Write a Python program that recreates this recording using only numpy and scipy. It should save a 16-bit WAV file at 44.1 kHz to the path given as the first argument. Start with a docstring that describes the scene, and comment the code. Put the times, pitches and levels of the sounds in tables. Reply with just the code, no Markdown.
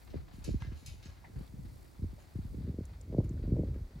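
"""A flock of sheep trots away over a dry dirt farmyard, in a faint outdoor hiss and a light wind.
In about the first second, near hooves scuff up grit and the steel fence clanks as the sheep jostle it.
By two seconds the patter has sunk into the hiss; a few scuffs, knocks and pebble ticks still follow.
The wind buffets the microphone throughout and is strongest after three seconds: a low rumble and
eddies (puffs of wind), each a soft thump that falls in pitch."""
import sys
import numpy as np
from scipy import signal
from scipy.fft import rfft, irfft
from scipy.io import wavfile
from scipy.ndimage import uniform_filter1d

SR = 44100
rng = np.random.default_rng(int(sys.argv[2]) if len(sys.argv) > 2 else 0)


def unload_wav(signal):
    """Save mono or channel-first audio to the path in sys.argv[1] as 16-bit WAV at rate SR, clipped to [-1, 1]."""
    wavfile.write(
        sys.argv[1],
        SR,
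        np.round(np.clip(np.atleast_2d(signal).T, -1, 1) * 32767).astype(np.int16),
    )


N = 176400
TIME = np.arange(N) / SR


def from_db(db):
    """Turn decibels into a number to multiply by."""
    return 10 ** (np.asarray(db) / 20)


def rms_one(x):
    """Scale a sound to an average power of one."""
    return x / np.sqrt(np.mean(x ** 2) + 1e-20)


def steady(x):
    """Even out the loudness, so that every 50 ms has a power near one."""
    return x / np.sqrt(uniform_filter1d(x ** 2, size=2200) + 1e-20)


def in_time(rows):
    """A volume curve through points of t/s, level/dB."""
    return from_db(np.interp(TIME, *np.transpose(rows)))


def colour(x, points):
    """Shape the tone along a curve of f/Hz, level/dB."""
    hz, db = np.transpose(points)
    bins = np.maximum(np.fft.rfftfreq(N, 1 / SR), 1)
    return irfft(rfft(x) * from_db(np.interp(np.log(bins), np.log(hz), db)), N)


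def tremble():
    """A random wobble of typical size one, some tens of times a second."""
    return rms_one(colour(rng.standard_normal(N), [(15, -30), (35, 0), (70, 0), (280, -110)]))


def burst(start, attack, t60):
    """A volume curve that rises straight, then fades by 60 dB in t60 seconds."""
    age = TIME - start
    return np.clip(age / attack, 0, 1) * from_db(-60 * np.clip((age - attack) / t60, 0, 2))


# how much left and right differ (side) against what they share (mid): f/Hz, level/dB
WIDTH = [(60, -43), (250, -33), (700, -1), (1300, -1), (2400, -3), (4400, -8), (6000, -10.5), (8000, 1.5),
         (11000, -3.5), (15000, 2.5)]
def stereo_noise(spectrum):
    """Shaped noise, as wide as the open yard is at each frequency."""
    mid, side = (rms_one(colour(white, spectrum)) for white in rng.standard_normal((2, N)))
    return mid + colour(side, WIDTH) * np.array([[1], [-1]])


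# tone of the open air and of a thin hiss above it: f/Hz, level/dB
AIR_TONE = [(25, 1), (80, 18.5), (200, 12.5), (450, 5.5), (850, 8.5), (1100, 4), (1400, 3.5), (1700, -1.5),
            (2100, 3.5), (2900, -4.5), (4400, -0.5), (6000, -3), (7500, -5.5), (11000, -8.5), (15500, -7)]
HISS_TONE = [(2800, -7), (4600, 7), (6000, 0), (7500, 3), (11000, 2.5), (15500, 0)]
# loudness of the thin hiss: t/s, level/dB
HISS_LEVEL = [(0, -70), (.3, -89), (.36, -74), (.55, -83), (1.2, -84), (1.42, -72), (1.55, -76),
              (1.77, -71.5), (1.95, -76), (2.2, -78), (2.55, -73), (2.8, -95), (4, -89)]
def open_air(air_db=-68, flicker_db=2):
    """A steady outdoor hush, and a thin hiss that flickers as it comes and goes."""
    hush = from_db(air_db) * stereo_noise(AIR_TONE)
    flicker = from_db(flicker_db * tremble())
    return hush + in_time(HISS_LEVEL) * flicker * stereo_noise(HISS_TONE)


EDDY_LEAD = 256   # samples of room before an eddy begins
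def eddy(top_hz, low_hz, cycles=1.45, rise=1.94, fall=3.86):
    """One wind puff on the microphone, a soft thump falling in pitch."""
    hz = cycles * SR / np.arange(1, 8192)   # pitch is cycles divided by age
    # it swells as the pitch drops past top_hz and fades below low_hz
    swell = np.exp(-.5 * (hz / top_hz) ** rise) / (1 + (low_hz / hz) ** (2 * fall)) ** .5
    # complex numbers let it start anywhere in its wave
    thump = swell / swell.max() * np.exp(-2j * np.pi * cycles * np.log(hz))
    treble_cut = signal.butter(4, 1.407 * top_hz, fs=SR, output="sos")
    return signal.sosfiltfilt(treble_cut, np.pad(thump, (EDDY_LEAD, 0)))


# tone of the wind's rumble: f/Hz, level/dB
RUMBLE_TONE = [(20, -23), (32, -7.5), (45, 2), (68, 5.5), (100, -2), (160, -14), (300, -33), (600, -47),
               (1200, -80)]
def turbulence(rumble_db=-4, eddies_db=-13, spread_db=8, each_size_per_s=35):
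    """Churning air at steady strength: a rumble and a stream of small eddies in three sizes."""
    rumble = steady(colour(rng.standard_normal(N), RUMBLE_TONE))
    stream = 0
    for scale in (.5, 1, np.sqrt(2)):
        born = rng.random(N) < each_size_per_s / SR
        strengths = from_db(spread_db * rng.standard_normal(N))
        phases = np.exp(2j * np.pi * rng.random(N))
        thump = eddy(top_hz=331 * scale, low_hz=114 * scale)
        stream += signal.fftconvolve(born * strengths * phases, thump)[:N].real / scale
    return from_db(rumble_db) * rumble + from_db(eddies_db) * rms_one(stream)


# tone of the wind's flutter: f/Hz, level/dB
FLUTTER_TONE = [(120, -3.5), (230, 3), (330, -0.5), (450, -6.5), (600, -11.5), (750, -27.5), (1100, -37),
                (2000, -107)]
# its loudness: t/s, level/dB
FLUTTER_LEVEL = [(0, -77), (.11, -66), (.15, -53.5), (.2, -65.5), (.45, -74), (.49, -44.5), (.54, -69),
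                 (1.25, -75.5), (1.39, -56.5), (1.47, -70), (1.6, -61.5), (1.92, -67.5), (2.04, -66.5),
                 (2.1, -68), (2.4, -73), (2.56, -59.5), (2.7, -51), (2.86, -65.5), (3.05, -62), (3.14, -46),
                 (3.2, -41.5), (3.27, -52), (3.42, -52), (3.53, -44), (3.6, -40), (3.71, -54), (3.9, -63),
                 (4, -61.5)]
def flutter(lump_db=3):
    """Fine, fast, lumpy churning in the stronger gusts."""
    lumps = from_db(lump_db * tremble())
    return in_time(FLUTTER_LEVEL) * steady(lumps * colour(rng.standard_normal(N), FLUTTER_TONE))


# strong eddies: t/s, level/dB, starting f/Hz, ending f/Hz
EDDIES = [(0.14, -36, 540, 188), (0.153, -33, 356, 88), (.335, -44, 320, 130), (.380, -43, 260, 101),
          (.476, -31.5, 423, 88), (0.489, -33.5, 505, 222), (.500, -32.5, 260, 64.4),
          (0.54, -25, 285, 80.5), (0.611, -34.5, 148, 65.3), (0.646, -44.5, 343, 150),
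          (0.666, -34.5, 140, 56.6), (0.824, -51, 328, 150), (0.873, -37.5, 107, 55),
          (0.716, -41.5, 330, 102), (1.054, -44, 335, 89), (1.295, -49.5, 348, 150),
          (1.354, -35, 188, 58.5), (1.406, -37.5, 284, 112), (1.534, -40.5, 290, 117),
          (1.586, -37.5, 228, 71.4), (1.646, -41.5, 234, 87), (1.987, -39.5, 246, 92),
          (2.018, -33, 320, 70), (2.038, -34, 356, 72), (2.128, -43.5, 340, 117), (2.352, -31.5, 310, 76.4),
          (2.385, -31.5, 280, 92), (2.445, -37, 226, 93.5), (2.542, -36.5, 360, 132),
          (2.579, -34.5, 355, 84), (2.605, -40, 382, 110), (2.639, -31.5, 200, 84), (2.674, -33, 353, 135),
          (2.69, -30.5, 373, 100), (2.74, -45, 398, 140), (3.094, -35.5, 346, 126), (2.784, -28, 430, 195),
          (2.806, -34.5, 467, 89), (3.125, -33.5, 584, 200), (3.136, -35, 484, 171), (3.145, -30, 600, 110),
          (3.182, -19, 514, 98), (3.202, -31, 636, 205), (3.241, -30, 267, 57.4), (3.262, -40.5, 200, 70.4),
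          (3.305, -31, 286, 92.5), (3.337, -39, 357, 110), (3.393, -43, 457, 159), (3.436, -35.5, 450, 100),
          (3.474, -32, 470, 112), (3.487, -33.5, 418, 112), (3.518, -22.5, 358, 84), (3.535, -27, 360, 119),
          (3.565, -31, 550, 443), (3.586, -25, 292, 109), (3.592, -21, 395, 140), (3.633, -31.5, 565, 150),
          (3.683, -33.5, 390, 110), (3.700, -31.5, 132, 60), (3.758, -37, 466, 136), (3.799, -26, 90, 56),
          (3.953, -38, 214, 77.5)]
def eddy_thumps(ragged=0.2):
    """Single strong eddies thump on the microphone, their pressure trembling."""
    thumps = np.zeros(N, complex)
    for s, db, top_hz, low_hz in EDDIES:
        start = int(s * SR) - EDDY_LEAD
        phase = np.exp(2j * np.pi * rng.random())
        thump = phase * eddy(top_hz, low_hz)[:N - start]
        thumps[start:start + len(thump)] += from_db(db) * thump
    return thumps * (1 + ragged * (tremble() + 1j * tremble()))


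# strength of the gusts, and how unlike the wind is on left and right: t/s, level/dB
GUST_LEVEL = [(0.0, -56), (0.19, -38.5), (0.29, -54.5), (0.56, -32), (0.59, -46), (0.76, -39), (0.8, -56),
              (0.9, -39.5), (1.06, -53.5), (1.09, -43), (1.15, -51.5), (1.32, -52.5), (1.38, -36),
              (1.5, -58), (1.59, -39), (1.95, -56.5), (2.04, -32.5), (2.15, -47), (2.32, -55.5),
              (2.36, -40), (2.56, -39), (2.6, -36), (3.05, -44), (3.21, -29), (3.23, -36.5), (3.5, -29.5),
              (3.52, -28.5), (3.79, -34.5), (3.83, -36.5), (3.9, -58.5), (3.98, -36), (4.0, -50)]
WIND_SIDE = [(0, -4.5), (1.8, -9.5), (2.55, -9.5), (2.72, -29), (4, -86)]
# the microphone's openings dull the eddies: f/Hz, level/dB
OPENING_TONE = [(100, -0.5), (400, 0.5), (600, 1.5), (800, -4), (1100, 9), (2000, -49)]
def wind(thump_side_db=-2, flutter_side_db=11.5):
    """Gusts and eddies reach the microphone's two openings out of step; the flutter differs most."""
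    gusts, thumps = in_time(GUST_LEVEL), eddy_thumps()
    mid = colour(gusts * turbulence() + thumps.real, OPENING_TONE) + flutter()
    side = colour(gusts * turbulence() + from_db(thump_side_db) * thumps.imag, OPENING_TONE)
    side += from_db(flutter_side_db) * flutter()
    side *= in_time(WIND_SIDE)
    return np.array([mid + side, mid - side])


def ring(strikes, notes, cycles, beat_hz=24.2):
    """Struck steel rings with many notes, each fading by 60 dB in the given number of cycles."""
    out = np.zeros((2, N))
    age = TIME[:SR]
    for s, db in strikes:
        start = int(s * SR)
        for hz, note_db in notes:
            ear_phase = rng.random((2, 1)) / 2 + rng.random()
            strength_db = rng.normal(0, 1.7)
            twin_hz = hz + beat_hz * rng.uniform(-0.95, 1)   # a close twin makes the note waver
            note = np.sin(2 * np.pi * (hz * age + ear_phase))
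            twin = .5 * np.sin(2 * np.pi * (twin_hz * age + rng.random()))
            fade = from_db(db + note_db + strength_db - 60 * age * hz / cycles)
            out[:, start:start + len(age)] += fade * (note + twin)
    return out


# bumps on the fence panel and on the gate frame: t/s, level/dB
PANEL_STRIKES = [(0.441, -56), (0.861, -54), (1.053, -62.5)]
FRAME_STRIKES = [(.621, -57)]
# the notes each rings with: f/Hz, level/dB
PANEL_NOTES = [(2510, -12), (2629, -16), (3607, -16), (4118, -16), (4608, -13), (5125, -2.5), (6060, -10),
               (6170, -6.5), (6305, -8), (6578, -6.5), (6977, -9), (7725, -2)]
FRAME_NOTES = [(1375, -10), (1600, -6.5), (1675, -3), (1815, -3), (2060, -3), (3390, -10)]
def fence():
    """Jostled by the sheep, the steel panel clanks brightly and the gate frame rings lower."""
    return ring(PANEL_STRIKES, PANEL_NOTES, cycles=1220) + ring(FRAME_STRIKES, FRAME_NOTES, cycles=490)


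# loudness of the flock's patter: t/s, level/dB
PATTER_LEVEL = [(0, -63.5), (.4, -65.5), (.8, -69.5), (1.4, -68.5), (2.0, -72), (2.7, -69), (3.1, -69),
                (4, -69.5)]
# its tone: f/Hz, level/dB
PATTER_TONE = [(150, 11.5), (400, 6), (700, 9.5), (1100, 3.5), (2000, 2), (3000, -4.5), (4700, -0.5),
               (6500, -45.5), (15000, -26)]
def flock(steps_per_s=140, step_t60_s=0.19, grains_per_s=500, crunch_db=-6.5):
    """Many far hooves, each a small crunching puff of dirt, growing fainter with distance."""
    steps = rng.random(N) < steps_per_s / SR
    steps = steps * from_db(6 * np.clip(rng.standard_normal(N), -2, 2))   # some land harder
    decay = np.exp(-2 * np.log(1000) / (step_t60_s * SR))
    puffs = np.sqrt(signal.lfilter([1], [1, -decay], steps ** 2 + 1e-18))
    grains = rng.random((2, N)) < grains_per_s / SR
    grains = grains * from_db(2.5 * rng.standard_normal((2, N))) * rng.choice([-1, 1], (2, N))
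    crunch = rms_one(colour(grains + grains.mean(axis=0), PATTER_TONE))
    dirt = rms_one(stereo_noise(PATTER_TONE)) + from_db(crunch_db) * crunch
    return in_time(PATTER_LEVEL) * rms_one(puffs) * dirt


# cracks, hollow knocks and pebble ticks: t/s, peak level/dB, f/Hz, width/Hz, fade time/s
KNOCKS = [(0.4434, -43, 6000, 9000, 0.053), (0.6208, -38, 900, 750, 0.02),
          (0.6216, -41, 2400, 4000, 0.0043), (0.861, -46.5, 7550, 9000, .045), (1.24, -48.5, 810, 202, 0.1),
          (1.244, -50, 1930, 480, 0.15), (1.361, -54, 1700, 800, 0.048), (1.476, -55, 3500, 3000, 0.038),
          (1.853, -58, 2020, 1100, 0.022), (1.95, -54, 980, 600, .04), (2.18, -52, 565, 280, 0.27),
          (2.853, -49, 7060, 5500, 0.03), (3.012, -47.5, 6860, 3400, 0.021),
          (3.293, -50.5, 6630, 1800, 0.017), (3.374, -57, 1400, 600, 0.042)]
def knocks(attack_s=0.00017):
    """Each hard hit is a snap of noise that rings around one pitch."""
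    out, noise = 0, stereo_noise([(100, 0), (10000, 0)])
    for s, db, hz, width_hz, t60 in KNOCKS:
        decay = np.exp(-np.pi * width_hz / SR)
        resonance = [1, 0, -1, 1, -2 * decay * np.cos(2 * np.pi * hz / SR), decay ** 2]
        tick = signal.sosfilt([resonance, resonance], noise * burst(s, attack_s, t60) + 1e-18)
        out += from_db(db) * tick / np.abs(tick).max()
    return out


def rippled(x, depth_db=5, width_hz=27):
    """Add random narrow peaks and dips, giving the noise a slightly ringing tone."""
    hz = np.fft.rfftfreq(N, 1 / SR)
    db = depth_db * np.interp(hz / width_hz, np.arange(2000), rng.standard_normal(2000))
    return irfft(rfft(x) * rms_one(from_db(db)), N)


# tones of a dull earthy, a bright sandy and a fine gritty noise: f/Hz, level/dB
DULL = [(400, 1.5), (800, -9), (1800, -4.5), (2800, -11), (8000, -77)]
BRIGHT = [(1000, -26), (2000, 8), (2900, 13), (3600, 14), (4700, 13.5), (6000, 8), (12000, -27.5)]
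FINE = [(3500, -38), (5600, -11), (6400, 14.5), (7100, 20), (7800, 2), (10800, 16), (15000, -16)]
# scuffs and rattles: t/s, rise time/s, fade time/s, dull level/dB, bright level/dB, fine level/dB
SCUFFS_AND_RATTLES = [(0.099, 0.0019, 0.18, -81, -63.5, -86), (.322, 0.016, 0.63, -68.5, -70, -73.5),
                      (0.442, 0.005, 0.44, -61, -55.5, -63), (0.6, 0.0073, 0.7, -61.5, -63.5, -95),
                      (0.715, 0.002, 0.14, -60.5, -84, -83), (0.744, 0.032, 1, -98, -70.5, -73),
                      (.860, 0.0034, 0.35, -99, -55.5, -61), (1.026, .002, 0.27, -66.5, -60.5, -77),
                      (1.052, 0.004, 1, -65.5, -72.5, -85), (2.18, 0.024, 0.34, -67, -71.5, -73),
                      (3.237, 0.0073, 0.075, -63.5, -67.5, -69.5), (3.737, 0.0049, 0.13, -61, -78, -80)]
def scuffs_and_rattles(grain_db=2):
    """Near hoof scuffs, and the bright noisy rattle of the two fence clanks at 0.44 and 0.86 s."""
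    grain = rms_one(from_db(grain_db * rms_one(uniform_filter1d(rng.standard_normal(N), size=60))))
    dull, bright, fine = (rippled(stereo_noise(tone)) * grain for tone in (DULL, BRIGHT, FINE))
    out = 0
    for s, attack, t60, dull_db, bright_db, fine_db in SCUFFS_AND_RATTLES:
        noise = from_db(dull_db) * dull + from_db(bright_db) * bright + from_db(fine_db) * fine
        out += burst(s, attack, t60) * noise
    return out


def scene():
    """Add up the open air, the fence, the wind and the hooves."""
    lean_left = from_db([[0.5], [-0.5]])
    return open_air() + fence() + wind() + lean_left * scuffs_and_rattles() + knocks() + lean_left * flock()


def record(dry, low_hz=27.3, high_hz=15800):
    """Cut away the deepest rumble and the highest treble."""
    thinned = signal.sosfilt(signal.butter(4, low_hz, "high", fs=SR, output="sos"), dry)
    return signal.sosfilt(signal.ellip(10, .1, 80, high_hz, fs=SR, output="sos"), thinned)


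dry = scene()
out = record(dry)
unload_wav(out)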